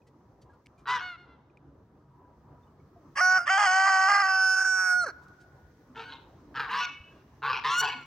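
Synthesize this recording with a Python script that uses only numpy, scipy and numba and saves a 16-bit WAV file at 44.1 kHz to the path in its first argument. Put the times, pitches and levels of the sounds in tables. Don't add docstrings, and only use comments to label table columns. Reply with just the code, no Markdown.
import sys
import numpy as np
from scipy import signal
from scipy.fft import rfft, irfft, next_fast_len
from scipy.io import wavfile
from numba import njit

SR = 44100
rng = np.random.default_rng(int(sys.argv[2]) if len(sys.argv) > 2 else 0)


def ratio_of_db(decibels):
    return 10 ** (np.asarray(decibels, float) / 20)


def materialize(psi):
    bounded = np.clip(np.atleast_2d(psi).T, -1, 1)
    quanta = np.round(bounded * 32767).astype(np.int16)
    wavfile.write(sys.argv[1], SR, quanta)


N = 355425

# start [t/s], voice locks [t/s], release [t/s], end [t/s], last pitch [f/Hz]
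TRUMPET_HONKS = [
    (3.152, 3.217, 3.376, 3.46, 710),
    (3.453, 3.503, 5.035, 5.12, 320.6),
]
# [f/Hz], [level/dB]
YELP_FILTER = [(400, -5), (1000, -7), (1500, -11.5), (2000, -11.5), (3000, -19.5), (4000, -24), (6000, -27),
               (12000, -55.5)]
# [f/Hz], [level/dB]
WHOOP_FILTER = [(500, -10), (1150, -2), (2300, -19.5), (3500, -21), (6000, -32.5), (12000, -53)]
# share of length to the top, first dB, last dB, effort in dB per octave
YELP_COURSE = (.5, -6, -16.5, -2.5)
YELP_CURVE = (14, 14)


def rms_one(x):
    return x / np.sqrt(np.mean(x ** 2) + 1e-20)


def span(rows):
    s, *columns = np.transpose(rows)
    at = np.arange(int(s[0] * SR), min(int(s[-1] * SR), N))
    return at, [np.interp(at / SR, s, c) for c in columns]


def in_time(rows):
    s, *columns = np.transpose(rows)
    return [np.interp(np.arange(N) / SR, s, c) for c in columns]


def at_hz(points, hz):
    p = np.array(points)
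    return np.interp(np.log(hz + 1), np.log(p[:, 0] + 1), p[:, 1])


def drift(hz, size):
    r = np.exp(-2 * np.pi * hz / SR)
    return rms_one(signal.lfilter([1], [1, -2 * r, r * r], rng.standard_normal(size + SR))[SR:])


def fade(size, s):
    k = np.arange(size)
    return np.clip(np.minimum(k, size - k) / (s * SR), 0, 1)


def sections(order, hz, kind):
    return signal.butter(order, hz, kind, fs=SR, output="sos")


@njit
def resonate(x, hz, width, sr):
    y, r = np.zeros(len(x)), np.exp(-np.pi * width / sr)
    for i in range(2, len(x)):
        drive = (1 - r * r) / 2 * (x[i] - x[i - 2])
        y[i] = drive + 2 * r * np.cos(2 * np.pi * hz[i] / sr) * y[i - 1] - r * r * y[i - 2]
    return y


def banded_noise(spectrum, low_hz, top_hz, patchy_db):
    # [f/Hz], [correlation]
    likeness = [(30, 0.93), (125, 1), (300, 0.97), (1000, 0.76), (3000, 0.1), (12000, 0.042)]
    out, together = 0, drift(4, N)
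    edges = np.geomspace(low_hz, top_hz, int(3 * np.log2(top_hz / low_hz)) + 1)
    white = rng.standard_normal((2, 2, N))
    for k, (low, high) in enumerate(zip(edges, edges[1:])):
        mid, side = signal.sosfilt(sections(2, [low, high], "band"), white[k % 2])
        hz = np.sqrt(low * high)
        alike = np.clip(at_hz(likeness, hz), -1, 1)
        gain = ratio_of_db(at_hz(spectrum, hz) + patchy_db * (.6 * together + drift(8, N)))
        out = out + gain * (np.sqrt(1 + alike) * mid + np.sqrt(1 - alike) * side * [[1], [-1]])
    return rms_one(out)


def background():
    # [t/s], [level/dB]
    hiss_course = [
        (0, -3.5),
        (1.0, -2),
        (1.3, -11.5),
        (1.8, -5.5),
        (4.9, 12),
        (5.2, 6),
        (8.06, 4.5),
    ]
    # [f/Hz], [density/dB per Hz]
    hum_spectrum = [(12, -64), (20, -48), (59, -4), (141, -5.5), (217, -11), (319, -6), (361, -10.5),
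                    (706, -18), (831, -12), (978, -19), (1170, -19), (1380, -27), (1840, -45),
                    (2350, -46.5), (2600, -50), (3380, -80), (5720, -120)]
    # [f/Hz], [density/dB per Hz]
    hiss_spectrum = [(1060, -25.5), (1800, 9.5), (2390, -6.5), (5970, -3.5), (8130, -18), (13500, -14),
                     (15100, -6.5), (15800, -20)]
    course_db, = in_time(hiss_course)
    start, end = TRUMPET_HONKS[0][0], TRUMPET_HONKS[-1][3]
    duck_db, fall_s, back_s = -6.5, 0.54, 0.087
    rebound_db, rebound_s = -1, 0.47
    gain_db, = in_time([(start, 0), (start + fall_s, duck_db), (end - 2 * back_s, duck_db),
                        (end, rebound_db), (end + rebound_s, 0)])
    hum = ratio_of_db(-58 + 0.19 * course_db + gain_db) * banded_noise(hum_spectrum, 20, 2600, patchy_db=3.0)
    drone_hz, drone_width_hz = 140.0, 5.2
    drone = rms_one(resonate(rng.standard_normal(N), np.full(N, drone_hz), drone_width_hz, SR))
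    hum = hum + ratio_of_db(-66.5 + gain_db + 1.9 * drift(2.5, N)) * drone
    return hum + ratio_of_db(-79 + course_db) * banded_noise(hiss_spectrum, 1200, 22000, patchy_db=1.2)


def ring(s, db, hz, t60, soft):
    out, at = np.zeros(N), np.arange(int(s * SR) + 1, min(int((s + t60) * SR), N))
    t = at / SR - s
    out[at] = ratio_of_db(db - 60 * t / t60) * (1 - np.exp(-t / soft)) * np.sin(2 * np.pi * hz * t)
    return out


def ticks():
    # [t/s], ring [level/dB], pitch [f/Hz], decay [t60/s], rustle [level/dB]
    small_sounds = [(.018, -62.5, 2510, 0.032, -77), (.066, -63, 1970, 0.084, -62.5),
                    (0.414, -63, 4600, 0.072, -59), (.495, -55, 1640, 0.11, -77),
                    (.53, -57, 1415, 0.085, -73), (.659, -48, 2230, 0.022, -52.5),
                    (0.669, -37, 2740, 0.0025, -48), (.775, -64, 2400, 0.15, -65),
                    (1.499, -61, 2450, 0.025, -93), (1.572, -45, 2400, 0.015, -65),
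                    (2.25, -63, 1577, 0.058, -88), (2.63, -68, 3590, 0.071, -94),
                    (2.67, -72, 2960, 0.09, -93), (2.8, -61, 2220, 0.034, -91),
                    (2.96, -46, 690, 0.099, -84), (5.216, -52, 150.8, 0.15, -65),
                    (5.281, -78, 1499, 0.03, -61), (5.398, -75, 304, 0.13, -60.5),
                    (5.894, -44.5, 254, 0.25, -98), (7.002, -37, 79.6, 0.076, -81),
                    (7.948, -40, 261, 0.16, -83)]
    rustle = rms_one(signal.sosfilt(sections(2, [1500, 7000], "band"), rng.standard_normal(N)))
    t, out = np.arange(N) / SR, np.zeros(N)
    for s, db, hz, t60, rustle_db in small_sounds:
        burst = np.clip((t - s) / (0.14 * t60), 0, 1) * ratio_of_db(rustle_db - 60 * np.maximum(t - s, 0) / t60)
        out += ring(s, db, hz, t60, t60 / 20) + rustle * burst
    return out


def growl_shape(honk, gape, end_db):
    s, rise, fall, db, per_s = honk
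    low_hz, high_hz, gape_hz, last_hz, bright_db = gape
    steps = [(0, -23, -10), (min(0.02, 0.32 * rise), -6.5, 0), (rise, 0, 0),
             (rise + fall / 2, -6, end_db / 2), (rise + fall, -17, end_db)]
    rows = []
    for t, step_db, shine_db in steps:
        sag = 0.9 ** (max(t - rise, 0) / fall) ** 2
        gape_now_hz = gape_hz + (last_hz - gape_hz) * t / (rise + fall)
        rows.append((s + t, db + step_db, per_s, low_hz * sag, high_hz, bright_db + shine_db, gape_now_hz))
    return rows


def growls(jitter, breath, size_db, chest_db):
    # start [t/s], rise [t/s], fall [t/s], top [level/dB], pulse rate [f/Hz]
    hoarse = [
        (.85, 0.06, 0.13, -29.5, 142),
        (5.94, 0.062, 0.054, -40.5, 109),
        (6.08, 0.051, 0.076, -48, 130),
        (6.535, 0.077, 0.083, -29, 136),
        (6.675, .07, .115, -30.5, 205),
        (7.413, 0.074, .115, -25, 135),
        (7.63, 0.026, .135, -29.5, 133),
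        (7.8, 0.028, .12, -27.5, 146),
    ]
    # low and high resonance [f/Hz], gape first and last [f/Hz], brightness [level/dB]
    gapes = [(1132, 1450, 3750, 3300, -9), (1378, 1660, 2700, 2500, -6.5), (986, 1540, 3800, 3700, 2),
             (1250, 1580, 2820, 2800, -11.5), (1158, 1575, 3020, 2940, -7.5),
             (1072, 1443, 3000, 2264, -8.5), (1184, 1755, 3800, 2800, -8), (1089, 1670, 2800, 2500, -7.5)]
    # top resonance first and last [f/Hz], its [level/dB], brightness at the end [level/dB],
    # high against low resonance [level/dB]
    shine = [(3900, 6300, 8, -1, -1), (3500, 4000, 15.5, 9, -11.5), (3700, 3600, 5, -8.5, -4),
             (4960, 5000, -1, -4.5, -4.5), (3600, 6400, 6.5, 17.5, -4.5), (4340, 5500, 3.5, 9, -6.5),
             (4470, 6400, 10, 13.5, -8.5), (4500, 4300, 4, 8.5, -11.5)]
    # [f/Hz], width [f/Hz], [level/dB]
    chest = [(450, 50, -16), (820, 70, -13), (960, 60, -4)]
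    # [f/Hz], width [f/Hz], [level/dB]
    bill = [(2400, 350, 11), (2756, 610, 13), (3290, 310, 7.5), (3940, 630, 4), (4300, 270, -3.5),
            (5530, 1500, -15.5), (6900, 620, -20.5), (14500, 1800, -21)]
    puff_s, chaos_rise_s, wander = 0.0054, 0.026, .045
    out = np.zeros(N)
    for honk, gape, (first_hz, last_hz, top_db, end_db, high_db) in zip(hoarse, gapes, shine):
        at, columns = span(growl_shape(honk, gape, end_db))
        level_db, per_s, low_hz, high_hz, bright_db, gape_hz = columns
        size = len(at)
        cycle = np.cumsum(per_s * (1 + jitter * drift(70, size)) / SR)
        starts = np.diff(np.floor(cycle), prepend=0) > 0
        pulses = starts * ratio_of_db(size_db * rng.standard_normal(size))
        decay = np.exp(-1 / (puff_s * SR))
        puff = signal.lfilter([1], [1, -decay], pulses) * rng.standard_normal(size)
        pulses, puff = rms_one(pulses), rms_one(puff)
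        chaos = np.minimum(np.arange(size) / SR / chaos_rise_s, 1)

        def twice(source, hz, width, moving):
            return resonate(resonate(source, hz * moving, width, SR), hz * moving, 2 * width, SR)

        source = pulses + breath * chaos * puff
        moving = 1 + wander * drift(10.8, size)
        low = (0.32 + 0.72 * chaos) * twice(source, low_hz, 69.0, moving)
        low -= ratio_of_db(high_db) * twice(source, high_hz, 234.0, moving)
        for k, (hz, width, db) in enumerate(chest):
            low += ratio_of_db(db) * twice(source, hz, width, moving) * (-1) ** k

        source = (1 - .4 * chaos) * pulses + 2.4 * breath * chaos * puff
        moving = 1 + wander * drift(7.4, size)
        high = ratio_of_db(top_db) * twice(source, np.linspace(first_hz, last_hz, size), 670.0, moving)
        for k, (hz, width, db) in enumerate(bill):
            high += ratio_of_db(db) * twice(source, hz, width, moving) * (-1) ** k
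        high += ratio_of_db(18.5) * twice(source, gape_hz, 300., moving)
        hum = ratio_of_db(chest_db) * np.sin(2 * np.pi * cycle)
        voice = rms_one(low) + ratio_of_db(bright_db) * rms_one(high) + hum
        out[at] += ratio_of_db(level_db - 1.5) * fade(size, 0.005) * voice
    return out


def syrinx(pitch, colour, half_db, quarter_db, rough, rasp, even=0.):
    size = len(pitch)
    phase = np.cumsum(2 * np.pi * pitch / 4 / SR) + rough * .25 * drift(70, size)
    flutter = [drift(130, size) for group in range(7)]
    out, power = np.zeros(size), np.zeros(size)
    for k in range(2, 84):
        hz, top_hz = k * pitch / 4, k * pitch.max() / 4
        if k % 4 == 0:
            line_db = 0
        else:
            line_db = half_db[::32] if k % 2 == 0 else quarter_db[::32]
        weak = 1 - even * np.interp(top_hz, [3000, 4500], [0, 1])
        gain = ratio_of_db(colour(hz[::32]) + weak * line_db)
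        gain = np.interp(np.arange(size) / 32, np.arange(len(gain)), gain) * (hz < .45 * SR)
        if k <= 3:
            gain *= ratio_of_db(-33)
        torn = rasp * np.interp(top_hz, [1900, 2300, 3800, 4100], [0, .6, .6, 1])
        chaos = np.clip(1.3 * rough + torn, 0, 1)
        steadiness = np.sqrt(1 - chaos ** 2) + chaos * flutter[k % 7]
        out += gain * steadiness * np.sin(k * phase + .13 * k * k)
        power += gain ** 2 / 2
    return out / np.sqrt(power)


def arcs(notes, arc, bend):
    share, first_db, last_db, tilt_db = arc
    steps = np.linspace(-1, 1, 9)
    rising = steps < 0
    calls = []
    for s, length, hz, db, half_db in notes:
        away = length * steps * np.where(rising, share, 1 - share)
        pitch = hz * (1 - np.where(rising, *bend) * away ** 2)
        level_db = db + np.where(rising, first_db, last_db) * steps ** 2
        calls.append([(s + share * length + t, p, d, half_db, tilt_db) for t, p, d in zip(away, pitch, level_db)])
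    return calls


def clear_notes(calls, throat, rough, trim_db, rasp, order=1, quarter_db=-19.5):
    out = np.zeros(N)
    for rows in calls:
        at, (pitch, level_db, half_db, tilt_db) = span(rows)

        def colour(hz):
            return at_hz(throat, hz) + tilt_db[::32] * np.log2(np.maximum(hz / 1500, 1))

        voice = syrinx(order * pitch, colour, half_db, half_db + quarter_db, rough, rasp)
        out[at] += ratio_of_db(level_db + trim_db) * fade(len(at), 0.013) * voice
    return out


def split_yelp():
    first_yelp = [(.868, 0.128, 1006, -33, -10)]
    return clear_notes(arcs(first_yelp, YELP_COURSE, (17, 22)), YELP_FILTER,
                       rough=0.038, trim_db=5.0, rasp=0.41, quarter_db=-5.5)


def squeals():
    notes = [
        (1.0, .17, 731.5, -45, -1),
        (1.17, 0.1, 715, -61.5, -1),
        (1.28, 0.095, 689, -67.5, 1),
        (6.045, .09, 738, -55.5, -5),
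        (6.8, 0.092, 731, -39, -9),
        (7.815, 0.057, 740, -36.5, -12.5),
        (7.895, .15, 734, -49.5, -4),
    ]
    # [f/Hz], [level/dB]
    throat = [(350, -29.5), (740, 21.5), (1480, -0.5), (2200, -4.5), (2950, -7), (3700, -12), (4350, -8),
              (5000, -22.5), (7400, -35), (10000, -43), (15000, -37)]
    return clear_notes(arcs(notes, (.27, -4, -13.5, -4.5), (12, 7)), throat,
                       rough=0.04, trim_db=7.0, rasp=.2, order=2)


def far_call():
    # [t/s], [level/dB]
    swelling = [(2.05, -77), (2.25, -58.5), (2.4, -73), (2.6, -61.5), (2.85, -106)]
    level_db, = in_time(swelling)
    return ratio_of_db(level_db) * np.sin(np.cumsum(2 * np.pi * 975 * (1 + 0.022 * drift(5.8, N)) / SR))


def bill_colour(hz, closing, main_hz, nasal_db, top_db, effort_db, second_hz, second_db, main_width_hz,
                dip_hz, ring_db, main_db):
    # [f/Hz], [level/dB]
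    open_bill = [(300, -45), (530, -16), (760, -1), (1150, -0.5), (1530, -2), (1920, -2.5), (2290, -13.5),
                 (3050, -7.5), (3500, -11), (4000, -56), (15500, -55)]
    # [f/Hz], [level/dB]
    closing_bill = [(300, 14.5), (530, -1), (750, -23.5), (1130, -24), (1500, 1.5), (1900, -32.5),
                    (2250, -20.5), (2650, -27.5), (3000, -31.5), (3500, -64.5), (4000, -76.5),
                    (15500, -54.5)]
    # open [f/Hz], closing [f/Hz], width [f/Hz], open [level/dB], closing [level/dB]
    upper = [(4600, 4610, 620, -18, -33), (8050, 6000, 1670, -26, -59), (10800, 8300, 470, -42.5, -26),
             (12700, 10100, 330, -46, -39), (13500, 11800, 700, -61, -46.5), (14800, 14500, 1000, -46, -42)]
    power = ratio_of_db(at_hz(open_bill, hz) * (1.5 - closing) + at_hz(closing_bill, hz) * closing) ** 2
    peaks = [(a + (b - a) * closing, width, a_db + (b_db - a_db) * closing) for a, b, width, a_db, b_db in upper]
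    peaks += [(second_hz, 290, second_db), (main_hz, main_width_hz, main_db - 17 + closing),
              (4267, 210, nasal_db)]
    for centre, width, db in peaks:
        power = power + ratio_of_db(db) ** 2 / (1 + 4 * ((hz - centre) / width) ** 2) ** 2
    dip = -20 * np.exp(-((hz - dip_hz) / 130) ** 2)
    bump = ring_db * np.exp(-((hz - 2800) / 350) ** 2)
    top = top_db * np.interp(hz, [8800, 9100, 13200, 14000], [0, 1, 1, 0])
    effort = effort_db * np.interp(hz, [1650, 1900, 3400, 3900], [0, 1, 1, 0])
    return 10 * np.log10(power) + dip + bump + top + effort


def crack(t, s, length):
    return np.clip(np.minimum(t - s, s + length - t) / 0.015, 0, 1)


def trumpet():
    # [t/s], pitch [f/Hz], breath [level/dB]
    held_parts = [
        [(3.213, 731.3, -20.5), (3.376, 746.4, -20)],
        [(3.503, 765.6, -21.5), (3.56, 778.7, -21.5), (3.675, 737.5, -21.5), (3.722, 746.4, -22),
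         (3.77, 763, -21), (3.886, 774.3, -21), (3.96, 759.5, -21), (4.07, 766.3, -21), (4.25, 762.8, -23),
         (4.5, 754.8, -22.5), (4.7, 752, -23.5), (4.83, 742, -26), (4.93, 727, -22.5), (4.995, 728.4, -24),
         (5.015, 709.7, -26.5), (5.035, 696, -28)],
    ]
    # [t/s], half pitch [level/dB], quarter pitch [level/dB], bill closing [0-1]
    throats = [
        [(3.213, -4, -28, 0.48), (3.3, -3, -24.5, 0.53), (3.376, -1.5, -15, 0.43)],
        [(3.503, -4, -24, 0.26), (3.6, -9, -22.5, 0.07), (4.07, 1, -19.5, 0.24), (4.28, 4, -24.5, 0.39),
         (4.42, -3, -12.5, 0.72), (4.69, -4, -23.5, 1), (4.8, 5.5, 0.5, 0.98), (4.93, -5.5, -11, 0.98),
         (4.97, -29, -26.5, 0.96)],
    ]
    rasps = [0.53, 0.39]
    # start [t/s], length [t/s], jump [f/Hz], change [level/dB], extra half and quarter [level/dB]
    cracks = [
        (3.571, .1, 74, 0.5, 8),
        (3.853, 0.049, 6.5, -0.2, 6),
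        (4.074, 0.16, 47, 1.1, 0.5),
        (4.254, 0.05, 2.5, -0.5, -1.5),
        (4.551, 0.14, 4.5, -0.5, 4),
        (4.549, 0.02, -5.5, -8, 4.5),
        (4.632, 0.019, 1.5, -10, -0.5),
        (5.045, 0.023, -17, -19.5, -11),
    ]
    # [t/s], cancelled band [f/Hz], main upper resonance [f/Hz], nasal [level/dB], over 9 kHz [level/dB]
    neck = [(3.16, 3700, 5280, -44, 11), (3.27, 3500, 5750, -47, 0), (3.38, 3900, 5440, -55, -3.5),
            (3.46, 3990, 5020, -45, -23), (3.6, 3900, 5340, -61.5, -17.5), (3.72, 3680, 5180, -34.5, -9),
            (3.85, 3600, 5180, -42.5, -8), (4.08, 3700, 5230, -41, -1.5), (4.2, 3500, 5210, -36, 0),
            (4.32, 3850, 5220, -50.5, -3.5), (4.51, 3700, 5360, -47, 6), (4.75, 4030, 5650, -55, 0.5),
            (4.9, 3600, 5530, -43.5, 7.5), (4.97, 3600, 5510, -28.5, -2.5),
            (5.02, 3600, 6030, -15.5, -12.5), (5.12, 3500, 5700, -12, -1)]
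    # [t/s], [level/dB]
    effort = [(3.16, 8.5), (3.23, -1.5), (3.27, -3), (3.37, -2), (3.46, 5.5), (3.51, 5.5), (3.55, 3),
              (3.6, 0.5), (3.75, 2), (4.07, -1), (4.12, 3), (4.24, 1), (4.32, -7.5), (4.5, -11.5),
              (4.75, -2.5), (4.88, 3.5), (5.0, -8.5), (5.12, 2.5)]
    # [t/s], second resonance [f/Hz], its [level/dB], main width [f/Hz], dip [f/Hz]
    head = [(3.16, 6830, -29.5, 693, 6470), (3.38, 6540, -28.5, 722, 6360), (3.5, 6490, -20, 445, 6020),
            (3.72, 6400, -14.5, 444, 5910), (3.95, 6490, -21.5, 420, 6120), (4.3, 6500, -28.5, 441, 5900),
            (4.5, 6540, -16.5, 496, 6080), (4.68, 6690, -17.5, 485, 5880), (4.85, 6660, -24.5, 437, 6180),
            (5.0, 6920, -32.5, 450, 6320)]
    # [t/s], share of roughness [1], ring near 2.8 kHz [level/dB], main resonance [level/dB]
    steady = [(3.16, 1, -6.5, 3.5), (3.3, 0.88, -10, -3.5), (3.5, 0.96, -3, -1), (4.0, 1.24, -7, 0),
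              (4.25, 0.66, -7, -1.5), (4.35, 0.64, 11, 1), (4.53, 0.43, 19.5, 4.5), (4.6, 0.71, 10, 2.5),
              (4.7, 0.77, 5, 4.5), (4.85, 0.65, -11, 1), (5.0, 0.5, -12.5, -4.5)]
    cancel_hz, *neck_columns = in_time(neck)
    rough_share, *steady_columns = in_time(steady)
    posture = neck_columns + in_time(effort) + in_time(head) + steady_columns
    lock_s, let_go_s = .013, 0.016
    out = np.zeros(N)
    for (start, lock, release, end, last_hz), held, throat, rasp in zip(TRUMPET_HONKS, held_parts, throats, rasps):
        (_, hz_in, db_in), (_, hz_out, _) = held[0], held[-1]
        scoop = [(start, .76 * hz_in, db_in - 24), (start + .025, .76 * hz_in, db_in - 5),
                 (lock - lock_s, .84 * hz_in, db_in - 5)]
        drop = [(release + let_go_s, .93 * hz_out, -28.5), (end - let_go_s, last_hz, -39.5), (end, last_hz, -55)]
        at, (pitch, level_db) = span(scoop + held + drop)
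        t = at / SR
        half_db, quarter_db, closing = [c[at] for c in in_time(throat)]
        loose = 1 - np.clip(np.minimum(t - lock + lock_s, release + lock_s - t) / lock_s, 0, 1)
        loose_db = np.where(t < lock, -15, -13)
        half_db += loose * (loose_db - half_db)
        quarter_db += loose * (loose_db - 15.5 - quarter_db)
        closing = np.clip(closing + loose * (np.where(t < lock, 0.11, 0.8) - closing), 0, 1)
        dull_db = -2.5 * loose * (t > lock) * 2 * (1 - last_hz / hz_out)
        rough = 0.058 * (1.4 - 0.49 * closing) + 0.27 * loose
        for s, length, jump_hz, change_db, sub_db in cracks:
            on = crack(t, s, length)
            pitch = pitch + on * jump_hz * (1 - .3 * (t - s) / length)
            level_db = level_db + on * change_db
            rough = rough + on * 0.18
            half_db, quarter_db = half_db + on * sub_db, quarter_db + on * sub_db
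        settings = [c[at][::32] for c in posture]

        def colour(hz):
            dull = dull_db[::32] * np.log2(np.maximum(hz / 1800, 1))
            return bill_colour(hz, closing[::32], *settings) + dull

        rough = np.abs(rough * rough_share[at])
        voice = syrinx(pitch, colour, half_db, quarter_db, rough, rasp * (1 - closing ** 3) ** 2, even=0.35)
        voice = ratio_of_db(level_db) * fade(len(at), 0.0074) * voice
        drop_noise = rms_one(signal.sosfilt(sections(2, [5200, 11000], "band"), rng.standard_normal(len(at))))
        voice += ratio_of_db(level_db - 29.5) * fade(len(at), .006) * loose * (t > release) * drop_noise
        thin = signal.sosfiltfilt(sections(3, 560, "high"), voice)
        voice += (1 - closing) * (thin - voice)
        shut = signal.sosfiltfilt(sections(2, [3180, 3720], "bandstop"), voice)
        out[at] += voice + np.minimum(2 * closing, 1) * (shut - voice)
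    width_hz = 560
    for shift in (-.3, 0, .3):
        out = out - resonate(out, cancel_hz + shift * width_hz, width_hz, SR)
    return out


def yelps():
    notes = [
        (5.95, 0.1094, 455, -48, -16),
        (6.1, 0.08, 1067, -55.5, -15),
    ]
    return clear_notes(arcs(notes, YELP_COURSE, YELP_CURVE), YELP_FILTER, rough=0.075, trim_db=3.0, rasp=0.73)


def whoops():
    notes = [
        (6.02, .1, 1622, -54, -24),
        (6.7, .135, 1170, -33, -15.5),
        (7.637, .115, 1139, -30, -24),
    ]
    return clear_notes(arcs(notes, (1.04, -2, -16.5, -0.5), (10, 0)), WHOOP_FILTER,
                       rough=0.13, trim_db=1.0, rasp=0.37)


def dull_yelps():
    notes = [
        (6.745, .09, 985, -34.5, -24),
        (7.68, .105, 1019, -32.5, -28),
    ]
    return clear_notes(arcs(notes, YELP_COURSE, YELP_CURVE), WHOOP_FILTER, rough=0.045, trim_db=1.0, rasp=.5)


def squeal_returns():
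    # [t/s], peak [level/dB], sounds for [t/s], low mode [level/dB], middle mode
    # [level/dB]
    returns = [
        (6.805, -27, 0.032, -17, 0),
        (6.851, -33, 0.022, 6, -13),
        (6.884, -40, 0.086, 2.5, 2),
        (6.939, -42.5, 0.091, 3, -1),
        (7.03, -51, .11, -3, 3),
        (7.846, -38, 0.045, -8, 5.5),
        (7.89, -36, 0.18, 6, -15),
    ]
    # [f/Hz], [level/dB], decay [t60/s]
    modes = [(2240, -6, 0.4), (2610, 1, 0.4), (2950, -4, 0.4), (3760, -22, 0.1), (4150, -21, 0.15),
             (5600, -19, 0.06)]
    t, out = np.arange(N) / SR, 0
    for k, (hz, mode_db, t60) in enumerate(modes):
        rings = 0
        for s, db, length, *tint_db in returns:
            excited_db = tint_db[k] if k < len(tint_db) else 0
            damper = np.clip((s + length - t) / .025 + .5, 0, 1)
            rings = rings + ring(s, db + mode_db + excited_db, hz, t60, .012) * damper
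        out = out + rings * ratio_of_db(3 * drift(25, N))
    return out


def swelling_shriek():
    swell = [(7.69, .115, 738, -32, -29)]
    # [t/s], [t/s], [f/Hz], [level/dB], [level/dB]
    shriek = [(7.772, 0.047, 742, -23.5, -14.5)]
    # [f/Hz], [level/dB]
    throat = [(350, -32), (740, 9.5), (1480, -1.5), (2200, -7), (2950, -5.5), (3700, -11.5), (4350, -13),
              (5900, -15.5), (7400, -18.5), (10000, -38.5), (15000, -33)]
    bend = (3.5, -10)
    calls = arcs(swell, (1.54, -14.5, -8.5, -1.5), bend) + arcs(shriek, (2.22, -21.5, -27, 4), bend)
    return clear_notes(calls, throat, rough=0.05, trim_db=9.5, rasp=0.19, order=2)


def sides(x, balance, phase):
    hz = np.fft.rfftfreq(N, 1 / SR)
    half = ratio_of_db(at_hz(balance, hz) / 2) * np.exp(.5j * at_hz(phase, hz))
    return np.array([irfft(rfft(x) * half, N), irfft(rfft(x) / half, N)])


def trumpet_sides(x):
    # [f/Hz], L-R [level/dB]
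    facing_balance = [(60, -5), (110, -1.5), (200, 4.5), (380, -6), (700, 6.5), (1290, -5.5), (2380, 1.5),
                      (4400, 2), (8120, -3.5), (15000, -0.5)]
    # [f/Hz], left leads [phase/rad]
    facing_phase = [(0, 0), (800, 0), (1290, -.5), (1720, 1.3), (2410, -.6), (2840, 1.7), (3530, -.6),
                    (4390, .9), (5940, 1.2), (6800, .8), (9470, 2.2), (15500, 2.3)]
    # [f/Hz], L-R [level/dB]
    turned_balance = [(380, -2.5), (750, 7.5), (1130, -1), (1500, -5.5), (2400, 0.5), (4400, -1.5),
                      (6000, -7), (8120, -4.5), (15000, 1)]
    # [f/Hz], left leads [phase/rad]
    turned_phase = [(0, 0), (800, 0), (1550, -.4), (1890, 1.5), (2500, .5), (3010, 1.3), (3270, -.5),
                    (4570, .9), (5860, 1.5), (6980, 1.1), (10800, 1.8), (15500, 2.3)]
    # [t/s], [share]
    turning = [
        (4.2, 0),
        (4.6, 1),
    ]
    turn, = in_time(turning)
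    return sides((1 - turn) * x, facing_balance, facing_phase) + sides(turn * x, turned_balance, turned_phase)


def flock_sides(x):
    # [f/Hz], L-R [level/dB]
    balance = [(60, 0.0), (110, 0.0), (200, -0.5), (380, -1.0), (700, 1.5), (1290, 0.5), (2380, -0.51),
               (4400, -0.5), (8120, 0.0), (15000, 1.0)]
    # [f/Hz], left leads [phase/rad]
    phase = [(0, 0), (1000, .06), (4000, .4), (16000, 1.5)]
    return sides(x, balance, phase)


def echoes(near, far):
    size = next_fast_len(N + 3 * SR)
    hz, out = np.fft.rfftfreq(size, 1 / SR), np.zeros((2, size // 2 + 1), complex)
    near, far = rfft(near, size), ratio_of_db(-19) * rfft(far, size)
    for k, lag in enumerate(rng.uniform(.035, 0.18, 20)):
        t60, sent = (1, near) if k % 4 < 2 else (7.1, far)
        loop = ratio_of_db(-60 * lag / t60 * (4.0 + (hz / 11000) ** 2)) * np.exp(-2j * np.pi * hz * lag)
        out[k % 2] += sent * loop / (1 - loop) * (-1) ** (k // 4)
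    out = out + 0.13 * out[::-1]
    return irfft(out, size)[:, :N]


def slaps(x):
    # delay [t/s], [level/dB], L-R [level/dB]
    reflections = [
        (.045, -16, 8.5),
        (.095, -18.5, -5.5),
        (.118, -30, 7),
        (0.141, -35, -11),
        (0.164, -31.5, 7.5),
        (.205, -40.5, -2),
        (0.233, -36, 3.5),
        (0.371, -37.5, -2),
    ]
    dull, out = signal.sosfilt(sections(2, [600, 4500], "band"), x), np.zeros((2, N))
    for lag, db, pan_db in reflections:
        late = int(lag * SR)
        out[:, late:] += ratio_of_db(db + np.array([[pan_db / 2], [-pan_db / 2]])) * dull[:N - late]
    return out


def scene():
    air = background()
    hoarse = growls(jitter=.1, breath=.4, size_db=2.2, chest_db=-21.5)
    less_echoing = split_yelp() + squeals() + dull_yelps()
    flock = hoarse + yelps() + whoops() + swelling_shriek()
    near = trumpet()
    direct = flock + less_echoing + squeal_returns() + ticks() + far_call()
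    echoing = flock + ratio_of_db(-7) * less_echoing
    sent = ratio_of_db(-13.5) * signal.sosfilt(sections(2, 2500, "low"), near)
    wet = echoes(sent + ratio_of_db(-2) * echoing, sent + ratio_of_db(-14) * echoing)
    wet = wet + slaps(echoing + ratio_of_db(-15) * near)
    return trumpet_sides(near) + flock_sides(direct) + wet + air


def roll_off(x):
    return signal.sosfilt(signal.butter(12, 15940, fs=SR, output="sos"), x)


def record(dry):
    ceiling = 1.5
    mix = ceiling * np.tanh(dry / ceiling)
    return roll_off(mix)


dry = scene()
out = record(dry)
materialize(out)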